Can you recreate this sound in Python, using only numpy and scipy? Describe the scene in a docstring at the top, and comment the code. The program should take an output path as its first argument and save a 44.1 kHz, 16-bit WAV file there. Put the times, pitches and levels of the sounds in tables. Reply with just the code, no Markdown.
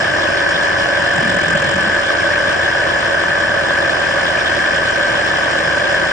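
"""A paramotor in cruise, heard at two ports of a closed housing on the pilot's helmet.
First, air roar (noise through the housing's resonances, chopped by the two-blade propeller) covers the
hum of propeller and geared single-cylinder engine (sines), faint bright ticks and a low rumble (noise).
From about 1 to 2 s the head turns aside: wind moans across the ports (wavering tone and noise) and the
blade passes stand out. After about 3 s the revs sag, and the hum sinks with them."""
import sys
import numpy as np
from scipy.fft import rfft, irfft, next_fast_len
from scipy.io import wavfile
from scipy.ndimage import uniform_filter1d, map_coordinates

SR = 44100
rng = np.random.default_rng(int(sys.argv[2]) if len(sys.argv) > 2 else 0)


def unload_wav(signal):
    """Save mono or channel-first audio to the path in sys.argv[1] as 16-bit WAV at rate SR, clipped to [-1, 1]."""
    wavfile.write(
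        sys.argv[1],
        SR,
        np.round(np.clip(np.atleast_2d(signal).T, -1, 1) * 32767).astype(np.int16),
    )


N = 269892

# Propeller speed over time: time_s, speed_turns_per_s
PROPELLER_SPEED = [(0.0, 21.525), (0.68, 21.615), (1.02, 21.706), (1.36, 21.589), (1.7, 21.649),
                   (2.04, 21.623), (2.38, 21.775), (2.72, 21.564), (3.06, 21.569), (3.4, 21.393),
                   (3.74, 21.042), (4.08, 20.882), (4.42, 20.898), (5.1, 20.745), (5.78, 20.565),
                   (6.12, 20.7)]
GEAR = 2.7  # engine turns per propeller turn
# Steady hum of the propeller: multiple_of_propeller_speed, left_db, right_db, left_lead_rad
PROPELLER_TONES = [(1, -54.1, -52.4, -0.1), (2, -52.5, -52.1, -0.1), (4, -40.5, -38.8, 0.0),
                   (6, -47.0, -52.0, 0.1), (8, -44.7, -48.1, 0.1), (10, -47.6, -45.3, 0.3),
                   (12, -55.8, -46.8, -0.3), (16, -37.9, -42.2, -1.0), (18, -43.4, -43.3, 0.6),
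                   (20, -47.3, -47.4, 0.5), (22, -42.2, -42.2, -0.5), (24, -36.9, -44.6, -1.4),
                   (26, -32.1, -31.1, -0.7), (28, -35.0, -31.0, -0.6), (30, -44.6, -40.5, -0.6),
                   (32, -43.2, -34.3, -1.3), (34, -50.0, -38.6, 1.3), (36, -49.8, -44.7, 1.0),
                   (38, -50.3, -42.8, 1.4), (42, -51.2, -47.3, 1.3), (48, -48.7, -43.9, 1.5),
                   (54, -42.6, -44.3, 1.0), (56, -43.9, -44.4, 1.8), (60, -44.5, -42.8, 2.3),
                   (70, -44.6, -38.4, -0.7)]
# Steady hum of the engine, head straight: multiple_of_engine_speed, left_db, right_db, left_lead_rad
MOTOR_TONES = [(1, -48.1, -46.7, -0.1), (3, -47.4, -50.0, 0.2), (4, -53.9, -51.6, 0.3),
               (14, -49.5, -40.8, 0.6), (16, -49.1, -46.8, 0.9), (17, -48.3, -48.5, 1.0),
               (20, -42.6, -44.3, 1.0), (26, -39.5, -37.9, -0.4), (27, -36.5, -37.5, -0.1),
               (28, -30.6, -33.2, -0.3), (29, -32.5, -35.3, -0.4), (30, -32.3, -32.9, -0.2),
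               (31, -40.7, -39.0, -0.3), (56, -57.9, -49.2, 2.2)]
ENGINE_TURNED_DB = 2.5  # the engine is heard more directly with the head turned
# Resonances of the housing:
# centre_hz, width_hz, left_db, right_db, left_right_likeness (0 to 1), left_lead_rad
HOUSING_RESONANCES = [(131, 144, -11.7, -9.5, 0.93, 0.1), (189, 203, -23.3, -27.0, 1.0, 1.7),
                      (329, 94, -4.4, -9.9, 0.21, -1.9), (385, 428, -13.7, -14.2, 0.68, 0.6),
                      (574, 92, -0.6, 0.7, 0.87, -0.7), (670, 119, -14.2, -2.7, 1.0, -1.2),
                      (769, 214, -16.0, -7.4, 0.8, 1.4), (979, 172, -9.7, -8.0, 0.72, 1.2),
                      (1161, 305, -7.1, -8.3, 0.8, 1.4), (1312, 183, -7.2, -6.1, 1.0, 2.9),
                      (1518, 88, -3.7, 0.7, 0.91, -0.6), (1580, 115, 0.3, -0.4, 0.96, -0.3),
                      (1716, 179, 2.4, -0.7, 0.94, -0.1), (1915, 422, -11.5, -16.1, 0.53, -0.3),
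                      (2269, 559, -12.5, -17.9, 0.44, 0.2), (2671, 500, -16.1, -23.4, 0.76, -2.9),
                      (3030, 247, -14.1, -12.4, 1.0, 3.2), (3062, 601, -16.9, -18.9, 0.99, 0.6),
                      (3393, 635, -19.0, -15.8, 0.78, -2.9), (4250, 744, -20.3, -21.8, 0.85, 2.8),
                      (4996, 128, -28.4, -19.6, 0.93, 0.4), (5204, 1000, -24.0, -19.9, 1.0, 0.0),
                      (5590, 1082, -30.0, -29.0, 1.0, -2.6), (6146, 365, -29.4, -28.7, 1.0, -0.7),
                      (6875, 632, -35.3, -28.9, 0.29, -1.5), (7411, 1279, -28.9, -29.6, 0.44, -0.5),
                      (8513, 784, -37.3, -35.4, 0.09, 0.0), (9311, 670, -34.6, -47.6, 0.44, -1.5),
                      (9878, 1194, -46.5, -46.5, 0.49, 1.6), (10359, 367, -44.4, -47.2, 0.74, 0.3)]
# How the roar throbs at each pitch; in between, values are interpolated:
# centre_hz, blade_depth_db, blade_lag_turns, strut_depth_db, strut_lag_turns, firing_depth_db,
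# random_waver_db (before its two shares), head_turned_blade_depth_db, head_turned_level_change_db
ROAR_THROB = [(300, 2, 0.083, 2.5, -0.034, 0, 0.5, 7, 0), (603, 3, 0.031, 3, -0.055, 1.7, 0.3, 7, -2),
              (1700, 0.5, 0.019, 2, 0.0046, 0, 0.94, 1, -0.5), (2380, 2, -0.052, 1.5, -.05, 2.5, 2, 4, 1),
              (3150, 0.5, -0.079, 1, -0.036, 0.5, 1.66, -1, 2.5),
              (3530, -2, 0.028, 2, -.05, 3, 5.5, 1, -2.5),
              (4100, 2, 0.089, -0.5, -0.042, 1.5, 1.6, -2, -0.5),
              (5140, 1.2, 0.28, 1.4, -0.06, 0.8, 1.5, 3, -0.2),
              (6100, 0.5, .28, -2, -.05, 3.5, 1.5, 7, -3.5), (7450, 2.8, 0.12, 1.5, 0.1, 1, 2, 6, 2.5),
              (9500, 3, -0.083, 0, .07, 0.5, 2.5, -1.5, 0.5)]
ROAR_DB, ROAR_DRIFT_DB = -0.14, 0.06  # level of the roar entering the housing, and its slow random drift
# Level added to the roar's resonances from 1800 Hz up: time_s, level_db
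ROAR_TREBLE = [(0, 0.1), (2.6, .2), (3.5, -1), (3.9, 0), (4.4, 0.66), (6.12, 0.45)]
# Level added to the roar near 330 Hz and 5 kHz, fuller at first: time_s, level_db
ROAR_FULLNESS = [(0, 2), (.8, 1.5), (1.3, 0), (1.9, -1), (2.2, .5), (3.6, -.5), (6.12, 0)]
# How far the head is turned aside: time_s, share (0 to 1)
HEAD_TURN = [(0, 0.02), (.9, 0), (1.2, 0.75), (1.7, 0.98), (1.95, 0), (2.15, 0.04), (6.12, 0)]
# Puffs of wind across the ports: start_s, hold_s, level_db (before the moan's own mix), pitch_hz (at start)
WIND_PUFFS = [(1.183, 0.008, -23, 177.6), (1.241, .14, -25, 210), (1.45, 0.055, -31, 174.7),
              (1.545, .015, -22.5, 159.2), (1.603, 0.0043, -32, 169.4), (1.66, .025, -24, 153.2),
              (1.757, .02, -22.5, 180), (1.85, 0.045, -27.5, 199)]
# Every puff swells, holds while its pitch sags, and drops.
RISE_DB_PER_S, FALL_DB_PER_S, SAG_HZ_PER_S = 330, 422, 187
# Low rumble of the airflow: centre_hz, width_hz, level_db (each as a single value)
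AIR_RUMBLE = (33, 40, -52)
TOP_HZ = 10950  # nothing passes from here up


def roar(turns, head):
    """Each housing resonance is shaken by its own turbulence, chopped by blades, cage struts and firings."""
    length = next_fast_len(N + 8192)
    f = np.fft.rfftfreq(length, 1 / SR)
    total = 0
    main_db = ROAR_DB + ROAR_DRIFT_DB * wobble(2.6)
    treble_db = main_db + curves(ROAR_TREBLE)[0]
    low_db = main_db - 0.5  # the lowest resonances take a little less turbulence
    fuller_db = curves(ROAR_FULLNESS)[0]
    gust = flutter(30)  # felt by the whole housing at once

    engine_turns = GEAR * turns
    firing = np.cos(2 * np.pi * (engine_turns + 0.25)) + 0.5 * np.cos(4 * np.pi * engine_turns)
    turned_blades = np.cos(4 * np.pi * (turns - 0.08))  # two passes a turn, as the turned head hears them
    at_hz, *throb_columns = np.transpose(ROAR_THROB)

    for hz, width_hz, left_db, right_db, alike, lead in HOUSING_RESONANCES:
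        throb_here = [np.interp(hz, at_hz, column) for column in throb_columns]
        (blade_db, blade_lag, strut_db, strut_lag,
         fire_db, waver_db, turned_db, shift_db) = throb_here

        straight_throb = blade_db * np.cos(4 * np.pi * (turns - blade_lag))
        throb_db = (1 - head) * straight_throb + head * turned_db * turned_blades
        throb_db += fire_db * firing
        # Four strut passes a turn, sharpened by their octave, half as deep with the head fully turned.
        struts = 8 * np.pi * (turns - strut_lag)
        throb_db += (1 - 0.5 * head) * strut_db * (np.cos(struts) + 0.29 * np.cos(2 * struts))
        throb_db += waver_db * (0.23 * gust + 0.69 * flutter(34))

        if hz < 850:
            band_db = low_db
        elif hz < 1800:
            band_db = main_db
        else:
            band_db = treble_db
        level_db = head * shift_db + band_db
        if 300 < hz < 350 or 4900 < hz < 5300:
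            level_db = level_db + fuller_db

        turbulence = rng.standard_normal((2, N)) * unit(amp(throb_db)) * amp(level_db)
        shared, own = rfft(turbulence, length)
        # The right port hears part of the left port's noise, later in phase, and some of its own.
        right = alike * np.exp(-1j * lead) * shared + np.sqrt(1 - alike ** 2) * own
        total = total + resonance(hz, width_hz, f) * [amp(left_db) * shared, amp(right_db) * right]
    return irfft(total, length)[:, :N]


def propeller(turns):
    """The turning propeller hums at multiples of its own speed."""
    return tones(PROPELLER_TONES, turns, waver_db=1.75, drift=0.23)


def engine(turns, head):
    """The engine hums at multiples of its geared-up speed, louder with the head turned."""
    hum = tones(MOTOR_TONES, GEAR * turns, waver_db=4.0, drift=0.17)
    return amp(ENGINE_TURNED_DB * head) * hum


def tones(orders, turns, waver_db, drift):
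    """Sines follow the shaft, wander in level and phase, and swell or sink along the housing's resonances."""
    out = np.zeros((2, N))
    step = 1024  # samples between looks at the housing's gain
    speed = np.gradient(turns)[::step] * SR
    for order, left_db, right_db, lead in orders:
        loose = min(order / 8, 1)  # higher multiples wander more in phase
        phase = 2 * np.pi * (order * turns + rng.random()) + drift * loose * wobble(4)
        level = np.sqrt(2) * unit(amp(waver_db * (loose - 0.34) * wobble(4.0)))
        passed = []
        for gain in housing_gain(order * speed):
            passed.append(np.interp(np.arange(N), np.arange(len(gain)) * step, unit(gain)))
        sines = np.sin([phase + lead / 2, phase - lead / 2])
        out += level * np.array(passed) * amp([[left_db], [right_db]]) * sines
    return out


def housing_gain(f):
    """The resonances' powers add up to how strongly the housing passes a tone to each port."""
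    power = 0
    for hz, width_hz, left_db, right_db, _, _ in HOUSING_RESONANCES:
        power = power + np.abs(resonance(hz, width_hz, f) * amp([[left_db], [right_db]])) ** 2
    return np.sqrt(power)


def moan():
    """Wind across the ports makes a wavering edge tone with lumpy low noise around it."""
    t = np.arange(N) / SR
    start, hold, puff_db, pitch = np.transpose(WIND_PUFFS)
    puff_levels = []
    for s, h, db in zip(start, hold, puff_db):
        before_s, after_s = np.maximum(s - t, 0), np.maximum(t - s - h, 0)
        puff_levels.append(db - RISE_DB_PER_S * before_s - FALL_DB_PER_S * after_s)
    level_db = np.max(puff_levels, axis=0)  # the loudest puff rules

    # The pitch runs through the start and end of each hold in turn.
    pitch_times = np.ravel([start, start + hold], order="F")
    pitch_points = np.ravel([pitch, pitch - SAG_HZ_PER_S * hold], order="F")
    hz = np.interp(t, pitch_times, pitch_points)
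    wavering_hz = hz * (1 + 0.059 * wobble(35))
    tone = np.sqrt(2) * np.sin(2 * np.pi * np.cumsum(wavering_hz) / SR)
    tone = tone * amp([[-0.5], [0.5]])  # a touch louder on the right

    lumps = filtered(rng.standard_normal((2, N)), lambda f: resonance(191, 190, f))
    lumps = unit(lumps + 0.39 * lumps[::-1])  # each port hears some of the other's noise
    return amp(level_db) * (amp(-2.5) * tone + amp(-2.5) * lumps)


def ticks(turns, head):
    """Each blade pass gives a short bright swish, one blade stronger; louder with the head turned."""
    passes = 2 * (turns + 0.2)
    random_db = rng.normal(0, 4, size=int(passes[-1]) + 4)
    strength_db = random_db[passes.astype(int)] - 7 * (passes % 2 >= 1)
    from_peak = passes % 1 - 0.5  # in blade passes; swells toward the peak, then stops quickly
    shape_db = np.where(from_peak < 0, 70 * from_peak, -130 * from_peak)
    burst = amp(strength_db + shape_db)
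    bright = filtered(burst * rng.standard_normal((2, N)), lambda f: resonance(7400, 1300, f))
    return amp(-63 + 10 * head) * unit(bright)


def rumble():
    """Slow pressure swirls in the airflow are low noise, mostly alike at both ports."""
    hz, width_hz, db = AIR_RUMBLE
    swirl = filtered(rng.standard_normal((2, N)), lambda f: resonance(hz, width_hz, f))
    return amp(db) * unit(swirl + 0.6 * swirl[::-1])


def resonance(hz, width_hz, f):
    """A resonance passes sound near its centre; it is applied twice, for steep flanks."""
    return (1j * f * width_hz / (hz * hz - f * f + 1j * f * width_hz)) ** 2


def filtered(x, response):
    """Shape the spectrum of x by a response that depends on frequency."""
    length = next_fast_len(N + 8192)
    spectrum = rfft(x, length) * response(np.fft.rfftfreq(length, 1 / SR))
    return irfft(spectrum, length)[..., :N]


def wobble(rate):
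    """A smooth random curve bends through rate random points a second."""
    step = 32  # drawn coarsely, then joined by straight lines
    points = rng.standard_normal(int(N * rate / SR) + 4)
    coarse = map_coordinates(points, [np.arange(0, N + step, step) * rate / SR])
    return np.interp(np.arange(N), np.arange(len(coarse)) * step, coarse)


def flutter(rate):
    """A quick random curve has its slow drift taken out."""
    curve = wobble(rate)
    return unit(curve - uniform_filter1d(curve, size=SR // 5))


def curves(rows):
    """Give one value per sample for each column after the time."""
    times, *columns = np.transpose(rows)
    return [np.interp(np.arange(N) / SR, times, column) for column in columns]


def amp(db):
    """Turn decibels into a plain multiplier."""
    return 10 ** (np.asarray(db) / 20)


def unit(x):
    """Scale x to an overall RMS of one."""
    return x / np.sqrt(np.mean(x ** 2) + 1e-20)


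def scene():
    """Add up all the sources, driven by the same propeller and the same turn of the head."""
    turns = np.cumsum(curves(PROPELLER_SPEED)[0]) / SR
    head = np.clip(curves(HEAD_TURN)[0], 0, 1)
    machine = propeller(turns) + engine(turns, head)
    return roar(turns, head) + machine + moan() + ticks(turns, head) + rumble()


def record(dry):
    """Gain control leans on loud moments, peaks round off, and nothing passes above the band limit."""
    power = np.abs(uniform_filter1d(np.mean(dry ** 2, axis=0), size=1800))
    steadied = dry * ((power + 1e-6) / np.mean(power)) ** -0.12
    rounded = steadied / (1 + np.abs(steadied / 1.1) ** 4) ** (1 / 4)
    return filtered(rounded, lambda hz: hz < TOP_HZ)


dry = scene()
out = record(dry)
unload_wav(out)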